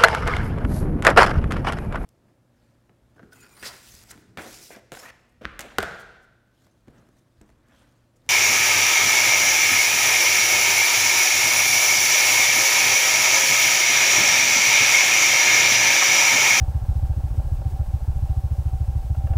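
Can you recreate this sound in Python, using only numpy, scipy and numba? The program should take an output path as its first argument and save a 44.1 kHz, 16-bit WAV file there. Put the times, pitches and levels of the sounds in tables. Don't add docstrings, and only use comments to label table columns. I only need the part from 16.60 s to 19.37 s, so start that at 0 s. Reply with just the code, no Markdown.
import sys
import numpy as np
from scipy import signal
from scipy.fft import rfft, irfft
from scipy.io import wavfile
from scipy.ndimage import uniform_filter1d
from numba import njit

SR = 44100
rng = np.random.default_rng(int(sys.argv[2]) if len(sys.argv) > 2 else 0)


def volts(x):
    e = np.asarray(x, float) / 20
    return 10 ** e


def wav_record(signal):
    frames = np.transpose(np.atleast_2d(signal))
    bounded = np.clip(frames, -1, 1)
    quanta = np.round(bounded * 32767).astype(np.int16)
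    wavfile.write(sys.argv[1], SR, quanta)


N = 122157
IDLE_HZ = 14


def set_rms(x, db):
    return x * volts(db) / np.sqrt(np.mean(x ** 2))


@njit
def svf(x, hz, width_hz):
    y, band, low = np.empty(len(x)), 0., 0.
    g, k = np.tan(np.pi * hz / SR), width_hz / hz
    for i in range(len(x)):
        v = (band + g * (x[i] - low)) / (1 + g * (g + k))
        band, low = 2 * v - band, low + 2 * g * v
        y[i] = k * v
    return y


def svf_twice(x, hz, width_hz):
    hz, width_hz = float(hz), float(width_hz)
    return svf(svf(x, hz, width_hz), hz, width_hz)


def walk(rate_hz):
    hold = int(SR / rate_hz)
    steps = np.repeat(rng.standard_normal(N // hold + 1), hold)
    return 1.24 * uniform_filter1d(uniform_filter1d(steps, hold), hold)[:N]


def coloured(spectrum):
    hz, db = np.array(spectrum).T
    f = np.maximum(np.arange(N // 2 + 1) * SR / N, 1)
    gain = volts(np.interp(np.log(f), np.log(hz), db))
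    return irfft(rfft(rng.standard_normal(N)) * gain, N)


def follow(t, curve):
    return np.interp(t, *np.array(curve).T)


def puffs(t, starts, length_s, sizes):
    k = np.clip(np.searchsorted(starts, t) - 1, 0, None)
    length_s = np.broadcast_to(length_s, starts.shape)
    progress = np.clip((t - starts[k]) / length_s[k], 0, 1)
    return sizes[k] * np.sin(np.pi * progress) ** 2


# (time [s], speed [cycles/s])
CRANK_SPEED = [(0.0, 14.852), (0.25, 14.427), (0.5, 14.225), (0.75, 14.142), (0.95, 14.461), (1.15, 14.46),
               (1.35, 13.935), (1.55, 13.823), (1.75, 14.063), (1.95, 13.794), (2.15, 13.412),
               (2.35, 13.457), (2.47, 13.489), (2.57, 14.257), (2.65, 15.302), (2.72, 17.498),
               (2.77, 19.272)]
START_CYCLE = -.237


def crank(t):
    speed = follow(t, CRANK_SPEED)
    phase = START_CYCLE + np.cumsum(speed) / SR
    cycles = np.interp(np.arange(int(phase[-1]) + 1), phase, t)
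    load = np.maximum(speed - IDLE_HZ - .5, 0)
    return phase, cycles, load


# (time [s], cylinder pressure [1 full, below 0 suction])
POOR_BURNS = [(0.084, 0.71), (0.22, -0.56), (0.359, 0.87), (0.57, 0.8), (0.71, -0.45), (0.851, 0.38),
              (0.99, -0.44), (1.129, 0.5), (1.269, -0.03), (1.411, 0.16), (1.556, 0.47), (2.134, 0.82),
              (2.283, 0.85), (2.432, -0.1)]
# (frequency [Hz], width [Hz])
MUFFLER = [(73.7, 41.7), (129.1, 30.7)]
# (frequency [Hz], width [Hz], level [dB])
PIPE_OVERTONES = [(163.6, 22, -22), (289.7, 35, -23), (341.5, 9.1, -25.5)]
BURN, CARRY, SCATTER, LOAD_GAIN = 1.0, .11, .045, .22
BLOW_START_S, BLOW_S, BLOW_DB = -.00835, .0129, 8.2
PUSH_START_S, PUSH_S, PUSH_DB = -.0009, .0245, -16.3
SHUT_START_S, SHUT_S, SHUT_DB = .01015, .005, -6.4
PIPE_HZ, PIPE_WIDTH_HZ = 68.6, 18.
FRONT_S, RASP_DB = .0023, -40
SHORTEN = .06


def exhaust(t, cycles, load):
    burn = BURN + LOAD_GAIN * np.tanh(load) + SCATTER * rng.standard_normal(len(cycles))
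    for s, pressure in POOR_BURNS:
        k = np.argmin(abs(cycles - s))
        burn[k] = pressure
        burn[k + 1] += CARRY * (BURN - pressure)
    quick = 1 / (1 + SHORTEN * load)

    puff = puffs(t, cycles + BLOW_START_S, BLOW_S, burn)
    shut = puffs(t, cycles + SHUT_START_S * quick, SHUT_S, np.ones(len(cycles)))
    blow = volts(BLOW_DB) * puff + volts(SHUT_DB) * shut
    for hz, width_hz in MUFFLER:
        blow = svf(blow, float(hz), float(width_hz))

    stroke = puffs(t, cycles + PUSH_START_S, PUSH_S * quick, quick ** 2)
    push = svf(np.gradient(stroke) * SR / PIPE_HZ, PIPE_HZ, PIPE_WIDTH_HZ)

    front = puffs(t, cycles + BLOW_START_S, FRONT_S, burn)
    overtones = sum(volts(db) * svf_twice(front, hz, 1.5 * width_hz) for hz, width_hz, db in PIPE_OVERTONES)
    rasp = svf(puff * rng.standard_normal(N), 240.0, 180.0)
    return blow + volts(PUSH_DB) * push + overtones + volts(RASP_DB) * rasp


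# (share of cycle [0-1], level [dB])
VALVE_SEATS = [
    (.34, 0),
    (.84, -1),
]
# (frequency [Hz], width [Hz], level [dB], tick gating [0-1])
CASE_MODES = [(573.4, 88, -4.5, 0.42), (772.6, 38, -4.5, 0.58), (866, 82, -6.5, .4), (1076, 130, -11, 0.1),
              (1368, 120, -15, 0.2), (1624, 110, -16.5, 0.1), (2700, 580, -22.5, 0.1)]
# (frequency [Hz], density [dB per Hz])
WHIRR = [(110, -39), (190, -5.5), (298, -8), (389, -8.5), (700, -7.5), (768, -1), (990, -17.5), (3000, -33),
         (3900, -57), (6600, -120)]
# (time [s], level [dB])
MIC_FACING = [(0, 1.5), (.6, 0), (1.3, 0), (2.0, 0), (2.5, -1.5), (2.77, 0)]
CASES_DB, CASES_LOAD_DB, WHIRR_DB = -51, 1, -54
TICK_S, TICK_SCATTER_DB = .0068, 1.5


def cases(t, phase, load):
    ticks = 0
    for share, db in VALVE_SEATS:
        late_s = (phase - share) % 1 / (IDLE_HZ + load)
        size = volts(db + TICK_SCATTER_DB * rng.standard_normal(60))
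        cycle = np.floor(phase - share + 2).astype(int)
        ticks = ticks + size[cycle] * late_s / TICK_S * np.exp(1 - late_s / TICK_S)
    ring = 0
    for hz, width_hz, db, gating in CASE_MODES:
        drive = (1 - gating + 2 * gating * ticks) * volts(0.85 * walk(5.97)) * rng.standard_normal(N)
        ring = ring + set_rms(svf_twice(drive, hz, 1.67 * width_hz), db)
    whirr = set_rms(coloured(WHIRR), WHIRR_DB) * (1.07 + .5 * ticks)
    return (set_rms(ring, CASES_DB) + whirr) * volts(CASES_LOAD_DB * load + follow(t, MIC_FACING))


# (time [s], level [dB])
SHIELD_LEVEL = [(0.0, -50), (0.04, -42), (0.08, -60), (0.44, -67), (0.47, -51), (0.96, -61.5),
                (1.06, -44.5), (1.13, -55), (1.68, -57), (1.72, -43), (1.77, -63), (1.79, -47.5),
                (1.96, -57), (2.21, -46), (2.27, -64), (2.28, -51.5), (2.72, -48), (2.76, -52)]
SHIELD_HZ, SHIELD_WAVER_HZ = 773, 8.93


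def shield(t):
    hz = SHIELD_HZ + SHIELD_WAVER_HZ * walk(14)
    level_db = follow(t, SHIELD_LEVEL) - 1.5 + 1.6 * walk(29.98)
    return np.sqrt(2) * volts(level_db) * np.sin(2 * np.pi * np.cumsum(hz) / SR)


# (time [s], rumble level [dB])
GUSTS = [(0.0, -24.5), (0.18, -37), (0.24, -25), (0.31, -29.5), (0.63, -32.5), (0.91, -26), (0.95, -28),
         (1.23, -35), (1.3, -27), (1.41, -33), (1.44, -35), (1.59, -21.5), (1.67, -33), (1.97, -35.5),
         (2.0, -33), (2.76, -30)]
# (time [s], length [s], level [dB])
WIND_BUFFETS = [(0.055, 0.08, -57), (0.266, 0.042, -59), (0.592, .02, -42), (0.724, 0.054, -48.5),
                (0.796, 0.032, -44), (1.02, 0.015, -47), (1.108, 0.07, -50), (2.41, 0.028, -58),
                (2.564, 0.022, -51)]
WIND_HZ, WIND_WIDTH_HZ = 30.2, 45.7
FLUTTER_HZ, FLUTTER_WIDTH_HZ = 198, 210


def wind(t):
    rumble = set_rms(svf_twice(rng.standard_normal(N), WIND_HZ, WIND_WIDTH_HZ), 0)
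    rumble = svf(rumble, 45.0, 92.0) * volts(follow(t, GUSTS))
    flutter = set_rms(svf_twice(rng.standard_normal(N), FLUTTER_HZ, FLUTTER_WIDTH_HZ), 0)
    buffets = sum(volts(db) * np.exp(-((t - s) / length_s) ** 2) for s, length_s, db in WIND_BUFFETS)
    return rumble + flutter * volts(1.2 * walk(55)) * buffets


# (frequency [Hz], density [dB per Hz])
PREAMP_HISS = [(1180, -26), (2000, -1), (6660, -3), (8120, -5), (8770, -4), (15600, -5.5)]
# (frequency [Hz], level [dB])
WHINES = [(5184, -79), (7881, -75), (11822, -87), (14718, -86), (15525, -83), (15584, -85), (15644, -86),
          (15703, -83)]
HISS_DB = -57.5
BUZZ_RATE_HZ, BUZZ_FIRST_S, BUZZ_S, BUZZ_DB = 10, .07, .012, 1.4
BUZZ_TONE_HZ, BUZZ_TONE_DB = 8274, -72


def camera(t):
    offset = ((t - BUZZ_FIRST_S) * BUZZ_RATE_HZ + .5) % 1 - .5
    buzz = np.exp(-offset ** 2 / (BUZZ_S * BUZZ_RATE_HZ) ** 2) * volts(2.0 * walk(9.9))
    hiss = set_rms(coloured([(20, -37), (600, 2)] + list(PREAMP_HISS)), HISS_DB)
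    hiss = hiss * volts(BUZZ_DB * buzz + 0.63 * walk(45.1))
    whines = sum(np.sqrt(2) * volts(db) * np.sin(2 * np.pi * (hz * t + rng.random())) for hz, db in WHINES)
    return hiss + whines + volts(BUZZ_TONE_DB) * buzz * np.sin(2 * np.pi * BUZZ_TONE_HZ * t)


# (time [s], peak level [dB])
KNOCKS = [(0.1413, -43.5), (0.4485, -47), (0.5232, -52), (0.603, -41.5), (0.7, -50.5), (0.7952, -44),
          (0.8424, -44), (1.0145, -42), (1.1189, -46), (1.209, -46.5), (1.6874, -46.5), (1.8292, -59),
          (2.0808, -47.5), (2.229, -61), (2.2804, -67), (2.5476, -42), (2.6709, -38), (2.7346, -37)]
# (frequency [Hz], width [Hz], level [dB])
CLACK_MODES = [(297, 340, 2), (590, 140, 8), (774, 89, 4), (1390, 86, -3.5), (1620, 180, -7),
               (2740, 160, -11.5)]
CLACK_S, CLACK_DB = .0025, 1


def clacks(t):
    hits = sum(volts(db + CLACK_DB) * (t > s) * np.exp(-np.abs(t - s) / CLACK_S) for s, db in KNOCKS)
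    hits = hits * rng.standard_normal(N)
    ring = 0
    for hz, width_hz, db in CLACK_MODES:
        gain = volts(db) * np.sqrt(SR / width_hz / 4)
        ring = ring + gain * svf_twice(hits, hz, 1.15 * width_hz)
    return ring


def scene():
    t = np.arange(N) / SR
    phase, cycles, load = crank(t)
    engine = exhaust(t, cycles, np.interp(cycles, t, load)) + cases(t, phase, load) + shield(t) + clacks(t)
    return (engine + wind(t) + camera(t))[None]


def top_cut(x):
    return signal.sosfilt(signal.butter(12, 16460, fs=SR, output="sos"), x)


def record(dry):
    low_pass = signal.ellip(14, .3, 60, 15760, fs=SR, output="sos")
    return top_cut(signal.sosfilt(low_pass, dry))


dry = scene()
out = record(dry)
wav_record(out)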